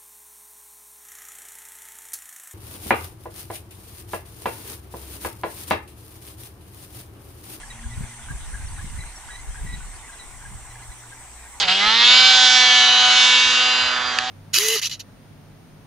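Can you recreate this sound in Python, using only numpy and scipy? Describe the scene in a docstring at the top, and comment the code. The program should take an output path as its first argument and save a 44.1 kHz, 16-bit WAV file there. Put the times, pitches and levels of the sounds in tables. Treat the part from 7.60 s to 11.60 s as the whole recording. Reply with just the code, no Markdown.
"""A plastic pinwheel turns in a light wind in an open field. Its dry hub knocks on its pin, then sticks
and slips, chirping low or squealing higher and breaking into the octave. Farther wheels tick, peep and
rustle, insects shrill in the grass, a low hum comes and goes, and gusts buffet the microphone."""
import sys
import numpy as np
from scipy import signal
from scipy.fft import rfft, irfft
from scipy.io import wavfile
from scipy.ndimage import uniform_filter1d

SR = 44100
rng = np.random.default_rng(int(sys.argv[2]) if len(sys.argv) > 2 else 0)


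def store_wav(level_fs):
    """Save 16-bit WAV to argv[1]."""
    pcm = np.round(np.clip(np.atleast_2d(level_fs), -1, 1) * 32767)
    wavfile.write(sys.argv[1], SR, pcm.T.astype(np.int16))


N = 176400
TIME, FREQS = np.arange(N) / SR, np.fft.rfftfreq(N, 1 / SR)


def amp(db):
    return 10 ** (np.asarray(db) / 20)


def unit_rms(x):
    return x / np.sqrt(np.mean(x ** 2) + 1e-20)


def automation(points):
    """A fader ride: straight lines between points in time."""
    return np.interp(TIME, *np.transpose(points))


def over_spectrum(points):
    """Points joined on a log-frequency axis."""
    hz, value = np.transpose(points)
    return np.interp(np.log(FREQS + 1), np.log(hz), value)


def place(mix, start_s, sound):
    part = mix[max(round(start_s * SR), 0):][:len(sound)]
    part += sound[:len(part)]


def wander(rate_hz):
    """Smooth random modulation, rolling off above rate_hz."""
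    return unit_rms(irfft(rfft(rng.standard_normal(N)) * np.exp(-(FREQS / rate_hz) ** 2), N))


# likeness of left and right: freq_hz, coherence
STEREO_IMAGE = [(30, 0.51), (120, 0.81), (250, 1), (500, 0.93), (1000, 1), (2000, 0.49), (4000, 0.036),
                (8000, 0.038), (15000, 0.067)]
def widen(mid, side):
    """Two channels, alike in the low mids and unrelated in the treble."""
    coherence = np.clip(over_spectrum(STEREO_IMAGE), -1, 1)
    mid = rfft(mid) * np.sqrt((1 + coherence) / 2)
    side = rfft(side) * np.sqrt((1 - coherence) / 2)
    return irfft(np.array([mid + side, mid - side]), N)


def noise_bed(colour, patchy_db):
    """Coloured stereo noise whose bands drift in level by about patchy_db."""
    bands = signal.stft(rng.standard_normal((2, N)), SR, nperseg=512)[2]
    patches = uniform_filter1d(rng.standard_normal(bands.shape[1:]), size=5, axis=0)
    patches = unit_rms(uniform_filter1d(patches, size=9, axis=1))
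    white = signal.istft(bands * amp(patchy_db * patches), SR)[1][:, :N]
    coloured = irfft(rfft(white) * amp(over_spectrum(colour)), N)
    return unit_rms(widen(*coloured))


# colour of the open air: freq_hz, gain_db
AIR_EQ = [(20, 4), (60, -1), (150, -8), (300, -6.5), (420, -8), (560, -10.5), (780, -1), (1000, -0.5),
          (1300, -8.5), (1700, -8.5), (2600, -15.5), (5000, -23), (15000, -40)]
def air():
    """A soft, steady wash under everything."""
    return amp(-49) * noise_bed(AIR_EQ, patchy_db=1.4)


# swells of the hum: start_s, end_s, pitch_hz, level_db
HUM_SWELLS = [(0, 0.717, 118, -42.5), (0, 0.722, 233.5, -49.5), (2.398, 3.907, 118.2, -48),
              (3.404, 4.3, 60.9, -50.5)]
def hum(waver=.0051, flutter_db=3.8):
    """A low, slightly wavering hum swells and fades."""
    out = np.zeros(N)
    for start, end, hz, db in HUM_SWELLS:
        swell = np.sin(np.pi * np.clip((TIME - start) / (end - start), 0, 1))
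        gain = amp(db + flutter_db * wander(14))
        pitch_hz = hz * (1 + waver * wander(4.05))
        out += gain * swell * np.sin(2 * np.pi * np.cumsum(pitch_hz) / SR)
    return out


# colours of the chorus and of its thin top: freq_hz, gain_db
CHORUS_EQ = [(4800, -27), (5900, -7), (6700, -9.5), (7500, -1.5), (8400, 3), (9200, -1.5), (9900, -9),
             (10700, -30), (12000, -38)]
SIZZLE_EQ = [(10000, -25), (12000, -1), (14200, 1), (15000, -2), (15400, -3)]
# fader rides for those two: time_s, gain_db
CHORUS_RIDE = [(0.0, -49.5), (1.15, -48), (2.2, -48.5), (4.0, -49.5)]
SIZZLE_RIDE = [(0, -78), (1.8, -72), (2.8, -62.5), (4, -61)]
# single insects holding a note: start_s, end_s, pitch_hz, width_hz, level_db
INSECT_NOTES = [(.22, 1.6, 8912, 20, -55), (.2, 1.4, 9358, 35, -60.5), (.6, 1.55, 9690, 20, -64.5),
                (.6, 1.55, 9810, 20, -63), (-.3, 2.1, 6070, 110, -62.5), (2.5, 3.72, 5814, 20, -62.5),
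                (3.35, 4.2, 7850, 200, -58), (2.3, 4.3, 14080, 100, -78)]
def insects(sag_hz_per_s=60, fade_s=.15, flutter_db=3.5):
    """A shrill chorus in the grass sinks slowly in pitch, with fluttering held notes and a thin sizzle."""
    chorus = amp(3 + automation(CHORUS_RIDE)) * noise_bed(CHORUS_EQ, patchy_db=1.8)
    sag_phase = -np.pi * sag_hz_per_s * (TIME - TIME.mean()) ** 2
    out = (signal.hilbert(chorus) * np.exp(1j * sag_phase)).real
    for start, end, hz, width, db in INSECT_NOTES:
        swell = np.clip(np.minimum(TIME - start, end - TIME) / fade_s, 0, 1)
        phase = 2 * np.pi * np.cumsum(hz + width / 2 * wander(width)) / SR
        for side, wave in zip(out, (np.sin, np.cos)):  # left and right a quarter cycle apart
            side += amp(db) * swell * unit_rms(amp(flutter_db * wander(width)) * wave(phase))
    return out + amp(automation(SIZZLE_RIDE)) * noise_bed(SIZZLE_EQ, patchy_db=2.5)


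# colours of the deep rumble and the buffeting above it: freq_hz, gain_db
RUMBLE_EQ = [(8, -7), (22, -4.5), (35, 8.5), (62, 1), (90, -8), (130, -13.5), (220, -36), (500, -56.5)]
BUFFET_EQ = [(40, -24.5), (90, 3), (130, 0), (190, -6), (260, -12), (380, -21.5), (700, -33.5), (2000, -41)]
# push of the wind: time_s, gain_db
GUST_RIDE = [(0, -49.5), (.3, -45.5), (.44, -38.5), (.52, -66), (.61, -49), (.72, -42), (.9, -39.5),
             (1.1, -39.5), (1.44, -39.5), (1.57, -53.5), (1.84, -44), (2.12, -40.5), (2.27, -40.5),
             (2.5, -57.5), (2.88, -46.5), (3.2, -53.5), (3.6, -67), (4, -57)]
# thumps of single eddies: centre_s, peak_db, pitch_hz
EDDY_THUMPS = [(0.267, -22, 58.4), (0.379, -21.5, 85), (0.409, -22, 142), (0.442, -25, 123),
               (0.711, -24, 137), (0.753, -25, 59), (0.944, -31, 44.5), (1.051, -22, 70),
               (1.109, -28, 68.5), (1.246, -28, 151), (1.355, -25, 60), (1.394, -24, 93), (1.895, -22, 39),
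               (2.021, -24, 44.7), (2.048, -23, 136.5), (2.101, -23.5, 51), (2.14, -27.5, 150),
               (2.18, -31.5, 125), (2.956, -28, 62.6), (3.301, -30.5, 48)]
def wind_on_mic(thump_cycles=.56, skew_rad=.6, puff_s=.015, puff_ref_hz=154, lumps_db=3.5, width=.6):
    """Gusts rumble and buffet on the microphone; eddies thump each side a little differently."""
    rumble = noise_bed(RUMBLE_EQ, patchy_db=-.5)
    rumble /= np.sqrt(uniform_filter1d((rumble ** 2).mean(0), size=3000) + .013)  # even out its swells
    push_db = automation(GUST_RIDE)
    out = amp(5 + push_db) * rumble
    buffet_gain = amp(-9 + .98 * push_db + lumps_db * wander(5.8))
    for centre, db, hz in EDDY_THUMPS:
        cycles = np.arange(-3, 3, hz / SR)
        phase = 2 * np.pi * (cycles + rng.random())
        envelope = np.hanning(len(cycles)) / (1 + (cycles / thump_cycles) ** 2)
        for side, skew in zip(out, rng.permutation([-skew_rad, skew_rad])):
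            place(side, centre + cycles[0] / hz, amp(db) * np.cos(phase + skew) * envelope)
        # each eddy drags a puff of turbulence, stronger behind the small fast ones
        buffet_gain += amp(db - 9) * (hz / puff_ref_hz) ** 3 * np.exp(-abs(TIME - centre) / puff_s)
    shared, apart = (noise_bed(BUFFET_EQ, patchy_db=0) for _ in range(2))
    return out + buffet_gain * unit_rms(shared + width * apart * [[1], [-1]])


def ground_scatter(sound, wet_db=-13, t60_s=.13):
    """Faint, short echoes off the ground and the other wheels, different at each ear."""
    t = np.arange(SR // 3) / SR
    taps = rng.standard_normal((2, len(t))) * (rng.random((2, len(t))) < .05) * amp(-60 * t / t60_s)
    echoes = signal.fftconvolve(sound[None], taps / np.linalg.norm(taps[0]), axes=1)[:, :N]
    return sound + amp(wet_db) * echoes


# resonances of a plastic wheel: freq_hz, gain_db, t60_s
WHEEL_MODES = [(1040, -10, .025), (1310, -7, .028), (1500, -7, .03), (1640, -.5, .05), (1830, -12, .025),
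               (2340, -13, .018), (3010, -17, .014), (3330, -17, .014), (4600, -26, .01)]
def wheel_tap(tuning, contact_s=.003):
    """A plastic wheel rings after a tap; tuning multiplies every mode's frequency."""
    t = np.arange(SR // 20) / SR
    ring = sum(amp(db - 60 * t / t60) * np.sin(2 * np.pi * (hz * tuning * t + rng.random()))
               for hz, db, t60 in WHEEL_MODES)
    return np.minimum(t / contact_s, 1) * ring


def stick_slip(notes, scrape_rad=.12, scrape_hz=450):
    """Friction locks onto a wheel mode: short, unsteady tones, with one level given per harmonic."""
    attack_s, release_s = .005, .007
    bend, bend_s = .022, .009  # each slip starts sharp, then settles
    scrape = scrape_rad * wander(scrape_hz)
    waver = .006 * wander(70)
    flutter = amp(1.8 * wander(160))
    out = np.zeros(N)
    for start, length, hz, *harmonics_db in notes:
        t = np.arange(0, length + 4 * release_s, 1 / SR)
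        span = (round(start * SR) + np.arange(len(t))) % N
        pitch_hz = hz * (1 + bend * np.exp(-t / bend_s) + waver[span])
        phase = 2 * np.pi * np.cumsum(pitch_hz) / SR + scrape[span]
        tone = sum(amp(db) * np.sin(k * phase) for k, db in enumerate(harmonics_db, 1))
        attack = np.sin(np.pi / 2 * np.minimum(t / attack_s, 1))
        release = np.exp(-np.maximum(t - length + release_s / 2, 0) * 2 / release_s)
        place(out, start, attack * release * flutter[span] * tone)
    return out


# colour of the rustling vanes: freq_hz, gain_db
VANE_EQ = [(700, -22), (1250, -12.5), (1600, -7.5), (2050, 0.5), (2700, -6.5), (3400, -6.5), (4800, -12),
           (6500, -8), (11000, -14), (12200, -22), (14300, -21), (15600, -24)]
# fader ride for the far wheels: time_s, gain_db
BREEZE_RIDE = [(0, 1.5), (1.4, 1.5), (2.2, 0.5), (3, -2), (4, -1.5)]
def far_wheels(count=8, ticks_per_s=180, spread_db=3):
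    """Other wheels tick at random over the rustle of their vanes."""
    groups = np.zeros((2, N))
    for k, tuning in enumerate(np.linspace(.9, 1.3, count)):
        hits = rng.random(N) < ticks_per_s / count / SR
        accents = amp(spread_db * np.minimum(rng.exponential(1, N), 3))
        groups[k % 2] += signal.oaconvolve(hits * accents, wheel_tap(tuning))[:N]
    ticks = amp(-56) * unit_rms(widen(*groups))
    rustle = amp(-49) * noise_bed(VANE_EQ, patchy_db=3)
    return amp(automation(BREEZE_RIDE)) * (ticks + rustle)


# thin, high peeps: start_s, length_s, pitch_hz, level_db
FAR_PEEPS = [(.838, 0.014, 3690, -50), (1.055, .03, 5700, -50), (1.082, .014, 4460, -48),
             (1.555, 0.026, 5650, -44.5), (2.352, 0.017, 4470, -53)]
def far_hubs():
    """Farther hubs catch briefly and peep without overtones."""
    return stick_slip(FAR_PEEPS)


# bright squeals: start_s, length_s, pitch_hz, fundamental_gain_db, octave_gain_db
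HUB_SQUEALS = [(0.101, 0.02, 1905, -44, -42.5), (0.307, 0.036, 1960, -43, -68),
               (0.335, 0.011, 1890, -56, -49), (1.384, 0.017, 1985, -43.5, -54),
               (1.403, 0.014, 1980, -43, -42.5), (1.417, 0.016, 2017, -39, -61),
               (1.703, 0.038, 1917, -42, -49), (1.737, 0.031, 1958, -42.5, -45.5),
               (1.787, 0.018, 2040, -45, -52), (2.063, 0.017, 1930, -39.5, -55),
               (2.084, 0.032, 1946, -40, -55), (2.123, 0.034, 1934, -41.5, -42.5),
               (2.52, 0.024, 1985, -47.5, -56), (2.591, 0.038, 1958, -47.5, -46),
               (3.104, 0.019, 1960, -47.5, -59), (3.222, 0.019, 2020, -47, -57),
               (3.314, 0.019, 1955, -48, -56), (3.826, 0.054, 1853, -53.5, -64)]
# low, rough chirps: start_s, length_s, pitch_hz, gain_db
HUB_CHIRPS = [(0.031, 0.012, 1690, -35.5), (0.237, 0.009, 1606, -38.5), (0.453, 0.013, 1627, -44),
              (0.696, 0.026, 1620, -34.5), (0.756, 0.009, 1600, -42), (0.939, 0.023, 1630, -35.5),
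              (0.971, 0.092, 1563, -46), (1.188, 0.022, 1665, -38.5), (1.692, 0.019, 1653, -39),
              (1.954, 0.008, 1644, -33.5), (1.977, 0.022, 1614, -42), (2.49, 0.014, 1605, -39),
              (2.533, 0.017, 1590, -43), (2.811, 0.018, 1600, -43), (2.849, 0.022, 1624, -38),
              (3.154, 0.0072, 1675, -36), (3.518, 0.019, 1598, -40), (3.856, 0.013, 1606, -43.5)]
# knocks on the pin: start_s, gain_db
HUB_KNOCKS = [(0.4324, -40), (0.6853, -32), (0.9313, -40), (1.1813, -36), (1.436, -38.5), (1.6858, -37),
              (1.704, -49), (1.943, -37.5), (2.2048, -37), (2.81, -47)]
def near_pinwheel(squeal_trim_db=1, chirp_trim_db=-1.5, knock_trim_db=3, bounce_s=.035):
    """The dry hub squeals, chirps when it catches less cleanly, and knocks and bounces on its pin."""
    squeals = [(*row, row[-1] - 17) for row in HUB_SQUEALS]  # third harmonic, 17 dB under the octave
    chirps = [(*row, row[-1] - 25) for row in HUB_CHIRPS]  # a faint octave
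    out = amp(squeal_trim_db) * stick_slip(squeals)
    out += amp(chirp_trim_db) * stick_slip(chirps, scrape_rad=.33, scrape_hz=260)
    for start, db in HUB_KNOCKS:
        gain = amp(db + knock_trim_db)
        place(out, start, gain * wheel_tap(tuning=rng.uniform(.91, 1.02)))
        rebound = start + bounce_s * rng.uniform(.31, 1.5)
        place(out, rebound, gain * amp(-9) * wheel_tap(tuning=.7))
    return out


def scene(lag_samples=2):
    """The field reaches the right channel just after the left; hum and wind lie on top."""
    hubs = ground_scatter(near_pinwheel() + far_hubs())
    left, right = hubs + far_wheels() + insects() + air()
    return np.array([left, np.roll(right, lag_samples)]) + hum() + wind_on_mic()


def record(dry, cutoff_hz=15650):
    """A steep low-pass trims the very top."""
    lowpass = signal.firwin(511, cutoff_hz, window=("kaiser", 9), fs=SR)
    return signal.oaconvolve(dry, lowpass[None], "same")


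dry = scene()
out = record(dry)
store_wav(out)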